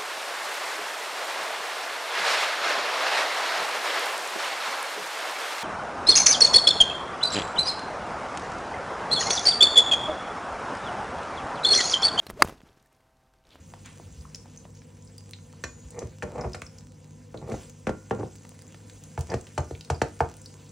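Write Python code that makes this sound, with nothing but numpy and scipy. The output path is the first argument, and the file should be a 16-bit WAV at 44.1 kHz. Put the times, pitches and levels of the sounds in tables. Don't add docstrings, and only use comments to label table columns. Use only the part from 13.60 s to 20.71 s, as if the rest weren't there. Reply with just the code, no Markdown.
import sys
import numpy as np
from scipy import signal
from scipy.fft import rfft, irfft, next_fast_len
from scipy.io import wavfile

SR = 44100
rng = np.random.default_rng(int(sys.argv[2]) if len(sys.argv) > 2 else 0)


def dump_mix(stems):
    frames = np.atleast_2d(stems).T
    limited = np.clip(frames, -1, 1)
    pcm = np.round(limited * 32767).astype(np.int16)
    wavfile.write(sys.argv[1], SR, pcm)


N = 313551
TIME = np.arange(N) / SR
TAPS = 8192
BINS = np.fft.rfftfreq(TAPS, 1 / SR)

# (start [s], length [s], level [dB], centre of the rubbing noise [Hz],
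# pitch of the blade's song [Hz], song [dB], edge scratch [dB], low pan shudder [dB], shift of the frying [dB])
STROKES = [(2.306, 0.12, -38, 600, 480, -2, -14, -38, -1), (2.632, 0.13, -38, 547, 513, -8, -24, -50, 0.5),
           (2.74, 0.11, -30, 700, 490, -16, -22, -48, 1.5),
           (3.774, 0.058, -36, 420, 520, -12, -23, -40, -1.5),
           (3.854, 0.085, -28, 380, 440, -5, -22.5, -35, 12),
           (4.537, 0.077, -29, 380, 430, -11, -33, -33, 1.5),
           (5.681, 0.05, -23, 456, 457, -6.5, -12.5, -28, 0.5)]
# (frequency [Hz], level [dB])
PAN_RADIATION = [(25, -2), (60, 8.5), (140, 9.5), (230, 7), (330, 2.5), (480, 5.5), (600, 2), (790, 1.5),
                 (1030, 0), (1450, 0), (1900, -2), (2600, -6), (3200, -11.5), (6000, -31)]
MOVE_TIMES_S = (3.3, 5.0)


def amp(db):
    return 10 ** (np.asarray(db) / 20)


def evened(x):
    return x / np.sqrt(np.mean(x ** 2) + 1e-20)


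def peaked(x):
    return x / np.max(abs(x))


def read(points, hz):
    f, value = np.transpose(points)
    return np.interp(np.log(hz + 1), np.log(f + 1), value)


def add(mix, s, sound):
    part = mix[..., max(round(s * SR), 0):][..., :sound.shape[-1]]
    part += sound[..., :part.shape[-1]]


def panned(x, left_db):
    return amp([[left_db / 2], [-left_db / 2]]) * x


def convolve(x, response):
    return signal.fftconvolve(x, response)[:len(x)]


def causal(db):
    log_gain = np.log(amp(np.maximum(db, db.max() - 80)))
    mirrored = np.r_[log_gain, log_gain[-2:0:-1]]
    return np.exp(np.conj(signal.hilbert(mirrored)))[:len(BINS)]


def band(x, low_hz, high_hz):
    sos = signal.butter(3, [low_hz, high_hz], "band", fs=SR, output="sos")
    return evened(signal.sosfilt(sos, x))


def resonate(x, hz, width):
    turn = np.exp(2j * np.pi * np.cumsum(hz * np.ones(len(x))) / SR)
    r = np.exp(-np.pi * width / SR)
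    return 2 * (turn * signal.lfilter([1 - r], [1, -r], x / turn)).real


def dying(t, t60):
    return np.exp(-np.log(1000) * t / t60)


def ring(modes):
    t = TIME[:SR // 2]
    return sum(amp(db) * dying(t, t60) * np.cos(2 * np.pi * hz * t) for hz, db, t60 in modes)


def drift(per_s):
    knots = np.arange(0, TIME[-1] + 1, 1 / per_s)
    return evened(np.interp(TIME, knots, rng.standard_normal(size=2000)[:len(knots)]))


def grains(per_s, spread_db):
    size = amp(spread_db * np.minimum(rng.exponential(1, N), 5)) * rng.choice([-1, 1], N)
    return evened(size * (rng.random(N) < per_s / SR))


def scattered(*ranges, count):
    low, high = np.transpose([(0, TIME[-1]), *ranges])
    return (low + (high - low) * rng.random((count, len(low)))).tolist()


def echoes(decay, gap_s):
    hz, t, z = signal.stft(rng.standard_normal(SR // 2), SR, nperseg=256)
    tail = signal.istft(z * dying(t, read(decay, hz)[:, None]), SR, nperseg=256)[1]
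    tail *= 1 - np.exp(-(TIME[:len(tail)] / gap_s) ** 2)
    return tail / np.linalg.norm(tail)


def kitchen(x, wet_db, apart_db):
    # (frequency [Hz], t60 [s])
    room_t60 = [(80, 0.24), (300, 0.26), (1000, 0.26), (3000, 0.26), (7000, 0.3), (15000, 0.0069)]
    source = np.atleast_2d(x).mean(axis=0)
    shared, apart = (convolve(source, echoes(room_t60, gap_s=0.00027)) for _ in range(2))
    return x + amp(wet_db) * (shared + amp(apart_db) * np.array([apart, -apart]))


def hob():
    # (frequency [Hz], level [dB rms])
    hum_partials = [(100, -52.5), (152, -55.5), (200, -64), (241, -62), (457, -73.5), (495, -83.5)]
    # (frequency [Hz], relative density [dB per Hz])
    fan_colour = [(20, -30.5), (35, -21), (50, 5), (72, 1.5), (125, -3.5), (170, 2), (245, -1.5),
                  (275, -4.5), (380, -14.5), (510, -7), (600, -21.5), (1000, -18), (2000, -51), (5000, -79)]
    hum = 0
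    for hz, db in hum_partials:
        phase = 2 * np.pi * hz * TIME + 0.91 * drift(per_s=3.9)
        hum = hum + amp(db) * evened(np.sin(phase) * amp(1.66 * drift(per_s=6)))
    rush = evened(convolve(rng.standard_normal(N), irfft(causal(read(fan_colour, BINS)))))
    return hum + kitchen(amp(-55.0) * rush, wet_db=-4.5, apart_db=-1.0)


def fizz():
    edges_hz = np.linspace(200, 16400, num=15)
    return evened(sum(band(rng.standard_normal(N), low, high) * amp(2.7 * drift(per_s=40))
                      for low, high in zip(edges_hz, edges_hz[1:])))


def bubbles():
    t = TIME[:TAPS // 16]
    swarms = 0
    for hz in np.geomspace(4800, 10500, num=8):
        ping = np.sin(2 * np.pi * hz * t) * dying(t, t60=38 / hz)
        swarms = swarms + signal.oaconvolve(grains(per_s=31, spread_db=0.0), ping)[:N]
    return evened(swarms)


def frying_db(shift_rise_s=0.049, shift_fade_s=0.14):
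    # (time [s], relative level [dB])
    heat = [(0.0, -59), (0.45, -56.5), (1.25, -61.5), (2.25, -58.5), (3.1, -60), (3.3, -62.5), (3.7, -61.5),
            (4.05, -60), (4.8, -58.5), (5.5, -56), (7.11, -57)]
    db = np.interp(TIME, *np.transpose(heat))
    for s, length, *_, shift_db in STROKES:
        t = np.maximum(TIME - s, 0)
        fade = np.exp(-(np.maximum(t - length, 0) / shift_fade_s) ** 2)
        db = db + shift_db * (1 - np.exp(-t / shift_rise_s)) * fade
    return db


def sizzle():
    # (frequency [Hz], relative density [dB per Hz])
    fry_colour = [(300, 7), (1000, -3), (2300, -1.5), (3600, -5), (5600, -4.5), (7500, -0.5), (9300, -2.5)]
    # (frequency [Hz], relative density [dB per Hz])
    top_colour = [(10600, -3), (12000, -10), (13300, -8), (15600, -7), (16200, -24)]
    # (frequency [Hz], width [Hz], level [dB])
    hollows = [(4960, 61, -17), (6270, 980, -3.5)]
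    crackle = grains(per_s=540, spread_db=7.0)
    fry = fizz() + amp(-5.5) * crackle + amp(-11.5) * bubbles()
    fry = fry + sum(amp(db) * resonate(fry, hz, width) for hz, width, db in hollows)
    fry = evened(convolve(fry, irfft(causal(read(fry_colour + top_colour, BINS)))))
    return kitchen(fry * amp(frying_db() + 1.0), wet_db=-21.5, apart_db=-40.0)


def bumps():
    # (envelope peak [s], level [dB], pitch [Hz])
    low_bumps = [(0.024, -44, 85), (0.47, -44.5, 90), (0.526, -44, 66), (0.595, -36, 72.5), (0.66, -44, 70),
                 (2.265, -38.5, 64)]
    width_s = 0.019
    out = 0
    for s, db, hz in low_bumps:
        t = TIME - s
        out = out + amp(db) * np.exp(-(t / width_s) ** 2) * np.sin(2 * np.pi * hz * t)
    return out


def ticks():
    # (time [s], level [dB], centre [Hz], spread [octaves])
    egg_ticks = [(0.138, -27.5, 610, 0.9), (0.399, -35.5, 450, 0.6), (0.652, -38, 1120, 0.16),
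                 (0.746, -35, 2450, 0.36), (0.857, -37.5, 580, 0.55), (1.053, -35, 600, 0.68),
                 (1.173, -35.5, 4000, 0.73), (1.219, -39.5, 1680, 0.66), (1.7346, -27.5, 2720, 0.54),
                 (1.788, -42, 1500, 0.7), (1.935, -41.5, 1090, 0.4), (4.851, -32.5, 785, 1.1),
                 (4.919, -38.5, 596, 0.72), (5.145, -27.5, 680, 1.18), (5.298, -25.5, 3160, 0.98),
                 (6.151, -31.5, 2580, 0.3)]
    out, t = np.zeros(N), TIME[:TAPS]
    for s, db, hz, octaves in egg_ticks:
        colour_db = -9 * np.hypot(1, np.log2((BINS + 1) / hz) / max(octaves, .2)) ** 0.95
        click = peaked(irfft(causal(colour_db)))
        crumble = rng.standard_normal(TAPS) * dying(t, t60=0.022)
        crumbled = convolve(click, crumble / np.linalg.norm(crumble))
        add(out, s, amp(db - 4.5) * (click + amp(-1.0) * crumbled))
    return kitchen(out, wet_db=-11, apart_db=-7.5)


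def brush():
    start_s, level_db, rise_s, t60_s = 0.242, -45, 0.025, 0.33
    t = np.maximum(TIME - start_s, 0)
    swish = band(rng.standard_normal(N), low_hz=870, high_hz=3300)
    return amp(level_db) * np.minimum(t / rise_s, 1) * dying(t, t60_s) * swish


def pops():
    # (time [s], level [dB], pitch [Hz], ring width [Hz], film snap [dB])
    large_pops = [(0.259, -32, 7260, 3000, -40.5), (0.609, -39, 4930, 800, -54),
                  (0.7468, -22, 5570, 1490, -41), (0.757, -32, 6000, 3000, -41),
                  (0.9733, -32, 6260, 500, -68), (1.581, -35, 4850, 500, -37),
                  (1.71, -42, 7100, 3000, -35.5), (1.7337, -29.5, 3920, 560, -54),
                  (2.306, -31.5, 8300, 2000, -45), (2.3907, -22, 6160, 2230, -67),
                  (2.81, -28.5, 5250, 910, -77), (2.9327, -28, 5230, 1100, -60),
                  (3.0181, -29, 6440, 2500, -37), (3.065, -29, 5240, 710, -50),
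                  (3.184, -37, 5400, 910, -48), (3.7743, -32.5, 3720, 1500, -53),
                  (4.0968, -35, 6100, 1200, -41), (4.76, -39, 6940, 1480, -43),
                  (4.8922, -57, 8650, 1500, -37), (5.021, -52, 9050, 1500, -41),
                  (5.078, -38, 7250, 600, -62), (5.438, -33, 6630, 1400, -39),
                  (5.592, -37, 7000, 2940, -35), (5.609, -29, 5700, 3000, -31.5),
                  (5.7, -24.5, 5150, 1100, -65), (5.81, -30.5, 7440, 1600, -46),
                  (5.869, -34, 2700, 3000, -48), (6.002, -31, 6400, 600, -68),
                  (6.209, -22.5, 3970, 2240, -43), (6.248, -32, 4660, 1800, -44),
                  (6.346, -30, 4780, 260, -47), (6.7685, -34.5, 8350, 1200, -41),
                  (6.816, -30.5, 7700, 1110, -47), (6.859, -25, 4720, 554, -40)]
    small_pops = scattered((-58, -39), (4800, 8800), (400, 1500), (-72, -58), count=36)
    # (frequency [Hz], relative level [dB])
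    snap_colour = [(600, -15), (2500, -2.0), (6000, 2.0), (9000, 11.5), (12000, -6.0), (16000, 8.5)]
    out, t = np.zeros((2, N)), TIME[:TAPS // 4]
    snap = peaked(irfft(causal(read(snap_colour, BINS))))
    for s, db, hz, width, snap_db in large_pops + small_pops:
        ping = peaked(np.sin(2 * np.pi * hz * t) * t * np.exp(-np.pi * width * t / 2))
        spit = rng.standard_normal(len(t)) * dying(t, t60=0.022)
        spit = peaked(resonate(resonate(spit, hz, width), hz, width=2 * width))
        add(out, s + 0.00029, amp(db - 10.5) * (ping + amp(4.0) * spit))
        add(out, s + 0.00027, panned(amp(snap_db + 12.0) * snap, left_db=rng.choice([-1, 1]) * 6.7))
    return kitchen(out, wet_db=-11.0, apart_db=-2.5)


def blow(hz, octaves, dip_hz, slope_db=9):
    # (multiple of the lowest, depth [dB], half width [octaves])
    dips = [(1, -19, 0.16), (2.08, -11, 0.11), (3.6, -12, 0.09)]
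    dip_share_in_drive = 0.23
    distance = np.log2((BINS + 1) / hz) / max(octaves, .2)
    db = -slope_db * (np.hypot(1, distance) ** 0.74 - 1) + read(PAN_RADIATION, BINS)
    dip_db = sum(depth * np.exp(-(np.log2((BINS + 1) / (k * dip_hz)) / wide) ** 2) for k, depth, wide in dips)
    delay_s = 0.001882 * 1000 / (BINS + 70)
    spread = np.exp(-2j * np.pi * np.cumsum(delay_s) * SR / TAPS)
    return peaked(irfft(np.array([causal(db + dip_share_in_drive * dip_db), causal(db + dip_db)]) * spread))


def bounce(s):
    # (frequency [Hz], level struck at far wall [dB], on egg [dB], at near wall [dB])
    bounce_modes = [(59.3, -5, -6, -18), (79.8, 1, -9, 1), (133.8, -0.5, 10, 1.5)]
    # (frequency [Hz], level [dB], t60 [s])
    rocking = [(46, -22, 0.35), (81, -9, 0.27), (135, -14, 0.22)]
    t, place = TIME[:SR // 2], np.searchsorted(MOVE_TIMES_S, s)
    rise, since = t / 0.021, t - .031
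    thump = sum(amp(levels[place]) * np.cos(2 * np.pi * hz * since) for hz, *levels in bounce_modes)
    rock = sum(amp(db) * dying(since, t60) * np.cos(2 * np.pi * hz * since) for hz, db, t60 in rocking)
    return peaked(thump * (rise * np.exp(1 - rise)) ** 4 + rock * (1 - np.exp(-rise ** 2)))


def pan_ring(push, s):
    # (frequency [Hz], t60 [s], level struck at far wall [dB], on egg [dB], at near wall [dB])
    pan_modes = [(197, 0.25, 0, 1, -7), (234, 0.25, -2, 2, -12), (263, 0.28, 2, -9, -1),
                 (313, 0.28, -3, 0, 2), (365, 0.32, 8, 0, 7), (436, 0.26, -12, 3, 1),
                 (460, 0.22, -4, -14, 3), (492, 0.18, 5, -6, -14), (521, 0.17, 2, 4, -18),
                 (595, 0.22, 4, -6, -5), (635, 0.18, -8, 2, -10), (675, 0.24, -6, -4, -5),
                 (733, 0.17, 0, -8, 3), (776, 0.14, 5, 12, 1), (832, 0.11, -8, -1, 0),
                 (880, 0.1, -6, -3, 0), (1112, 0.22, -2, -5, -12), (1204, 0.24, -6, -14, -6),
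                 (1389, 0.3, -4, 1, -11), (1448, 1.1, -8, -12, -14), (1714, 0.13, -12, -10, -4),
                 (1785, 0.16, -6, -12, -5), (2180, 0.15, 0, -4, -4), (2450, 0.14, 8, -8, -1),
                 (3010, 0.1, 0, 2, 4)]
    # (frequency [Hz], t60 [s])
    dense_t60 = [(150, 0.28), (800, 0.097), (3000, 0.056)]
    # (at far wall [dB], on egg [dB], at near wall [dB])
    dense_levels_db = (-8.5, -9.5, -8.5)
    push, place = np.r_[push, np.zeros(SR // 2)], np.searchsorted(MOVE_TIMES_S, s)
    modes = [(hz, levels[place] + rng.uniform(-4, 3), t60) for hz, t60, *levels in pan_modes]
    shared, apart = (convolve(push, echoes(dense_t60, gap_s=0.0033)) for _ in range(2))
    dense = shared + amp(-2.5) * np.array([apart, -apart])
    return amp(-55.0) * convolve(push, ring(modes)) + amp(dense_levels_db[place]) * dense


def pressure_db(t, length):
    touch_db, bite_s, release_db_per_s = -30.5, 0.027, 506
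    return touch_db * np.exp(-np.maximum(t, 0) / bite_s) - release_db_per_s * np.maximum(t - length, 0)


def scrapes():
    # (frequency [Hz], width [Hz], relative level [dB])
    pressed_blade = [(1630, 72, -9), (1820, 420, 7), (2330, 120, 1)]
    catches_per_s, chatter_db = 45, -1
    sag_octaves_per_s = 25.5
    tremble_db, jolt_lag_s, jolt_s = -12, 0.0281, 0.0034
    out = np.zeros((2, N))
    chatter = np.sin(2 * np.pi * np.cumsum(catches_per_s * (1 + 0.353 * drift(per_s=30))) / SR)
    grip = amp(2.2 * drift(per_s=170))
    slips = grip * amp(chatter_db * chatter) * grains(per_s=520, spread_db=1.3)
    slips = convolve(slips, irfft(causal(read(PAN_RADIATION, BINS))))
    scratch = sum(amp(db) * resonate(slips, hz, width) for hz, width, db in pressed_blade)
    scratch = band(scratch, low_hz=1160, high_hz=2520)
    shudder = band(slips, low_hz=45, high_hz=226)
    for s, length, db, hz, song_hz, song_db, scratch_db, low_db, _ in STROKES:
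        t = TIME[:int(length * SR) + TAPS // 2]
        at = int(s * SR) + np.arange(len(t))
        press = amp(pressure_db(t, length))
        sag = 2 ** (-sag_octaves_per_s * np.maximum(t - length, 0))
        body = evened(resonate(resonate(slips[at], hz * sag, width=1200), hz * sag, width=900))
        song = evened(resonate(resonate(slips[at], song_hz * sag, width=44), song_hz * sag, width=580))
        rub = body + amp(song_db) * song + amp(scratch_db) * evened(scratch[at])
        jolt = amp(tremble_db) * np.sqrt(press) + np.exp(-((t - length - jolt_lag_s) / jolt_s) ** 2)
        stroke = amp(db - 3.0) * press * rub + amp(low_db - 3.0) * jolt * evened(shudder[at])
        stroke = stroke * signal.windows.tukey(len(t), .08)
        add(out, s, stroke)
        add(out, s, amp(-7.0) * pan_ring(stroke, s))
    return out


def spatula():
    # (time [s], blow [dB], spectrum centre [Hz], spread [octaves], lowest pitch left out [Hz],
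    # thump of the pan on the hob [dB], edge tick [dB], freedom of the pan's ring [dB])
    knocks = [(2.038, -31, 1670, 2.3, 1270, -42, -34.5, 8.5),
              (2.425, -21.5, 410, 0.42, 795, -35.5, -61, -8),
              (2.6228, -16, 1860, 0.38, 1025, -37, -47, -0.5), (2.627, -32, 514, 0.68, 352, -53, -46, 14),
              (2.757, -28.5, 620, 0.45, 1500, -54, -59, 1), (2.779, -23.5, 650, 0.45, 930, -39, -52, 0),
              (2.843, -32, 690, 0.57, 1050, -31, -69, 15), (2.861, -31, 227, 0.51, 596, -38.5, -80, 3),
              (2.945, -24, 1560, 0.94, 960, -46, -42, 5), (3.019, -18, 2420, 0.8, 844, -46.5, -51, -27),
              (3.742, -27.5, 456, 0.66, 840, -47, -60.5, 5.5), (3.814, -36.5, 590, 0.5, 990, -41, -63, -4),
              (3.887, -28.5, 430, 0.32, 885, -51, -73, 9), (3.918, -20.5, 300, 0.91, 850, -35.5, -48, -1.5),
              (4.269, -14.5, 330, 2.3, 865, -51, -45.5, 3), (4.292, -15, 382, 0.93, 1160, -45, -48.5, -8),
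              (4.509, -13.5, 535, 0.84, 626, -39.5, -48.5, 3), (4.594, -22, 394, 0.26, 1110, -49, -57, -2),
              (4.63, -20, 470, 0.41, 606, -43, -62, -2.5), (5.576, -20, 740, 0.61, 526, -26.5, -51, 0),
              (5.703, -30, 597, 0.51, 1490, -55, -60, 5), (5.717, -23, 940, 0.72, 1200, -57, -47, 4.5),
              (5.739, -10, 464, 0.55, 990, -33, -38, -31), (5.977, -13, 810, 0.51, 495, -26.5, -34.5, 2.5),
              (6.108, -22, 418, 0.41, 1040, -35.5, -52.5, -9.5),
              (6.3, -11, 737, 0.43, 530, -25.5, -33.5, -2), (6.4161, -5, 684, 0.93, 1060, -34.5, -33, -7.5),
              (6.604, -5.5, 810, 0.44, 539, -28, -41.5, -1.5)]
    # (time [s], level [dB])
    clinks = [(2.039, -37)]
    # (frequency [Hz], level [dB], t60 [s])
    blade_modes = [(1125, -13, 0.2), (1564, 1, 0.1), (1810, 12, 0.032), (2062, -9, 0.13), (2455, -3, 0.12),
                   (2649, -10, 0.12), (3009, -11, 0.12), (4081, -3, 0.05), (4380, -1, 0.04),
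                   (5620, -8, 0.11), (6040, 8, 0.023), (6422, -11, 0.12), (6934, -15, 1.1),
                   (7736, -15, 0.16)]
    # (frequency [Hz], relative level [dB])
    edge_colour = [(1500, 11.5), (3200, 5.0), (6200, 8.5), (8500, 5.5), (15000, -14.0)]
    out, t = scrapes() + brush(), TIME[:TAPS]
    edge = irfft(causal(read(edge_colour, BINS)))
    for s, db, hz, octaves, dip_hz, thump_db, tick_db, ring_db in knocks:
        push, direct = amp(db - 5.5) * blow(hz, octaves, dip_hz)
        crunch = peaked(convolve(rng.standard_normal(TAPS) * t * dying(t, t60=0.02), edge))
        add(out, s, direct)
        add(out, s, amp(thump_db + 6.5) * bounce(s))
        add(out, s, panned(amp(tick_db + 12.0) * crunch, left_db=rng.choice([-1, 1]) * 3.8))
        add(out, s, amp(ring_db) * pan_ring(push, s))
    for s, db in clinks:
        add(out, s, amp(db) * ring(blade_modes))
    return kitchen(out, wet_db=-12, apart_db=-6.0)


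def scene():
    return hob() + sizzle() + bumps() + ticks() + pops() + spatula()


def record(dry):
    # (frequency [Hz], phase [rad])
    port_phase = [(20, 0), (600, -.2), (1300, .1), (4900, .15), (6200, -.7), (7600, -1.4), (9000, -2.05),
                  (10500, -2.9), (12000, -3.14), (14000, -3.3), (15600, -4.0)]
    low_cut_hz, high_cut_hz = 33, 16400
    size = next_fast_len(N + TAPS)
    hz = np.fft.rfftfreq(size, 1 / SR)
    left, right = rfft(dry, size)
    apart = hz ** 2 / (hz ** 2 + 260 ** 2)
    mid, side = (left + right) / 2, apart * (left - right) / 2
    turn = np.exp(.5j * apart * read(port_phase, hz))
    ports = irfft(np.array([(mid + side) * turn, (mid - side) / turn]), size)[:, :N]
    ports = signal.sosfilt(signal.butter(4, low_cut_hz, "high", fs=SR, output="sos"), ports)
    low_pass = signal.firwin(511, high_cut_hz, window=("kaiser", 9), fs=SR)
    return signal.oaconvolve(ports, low_pass[None], "same")


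dry = scene()
out = record(dry)
dump_mix(out)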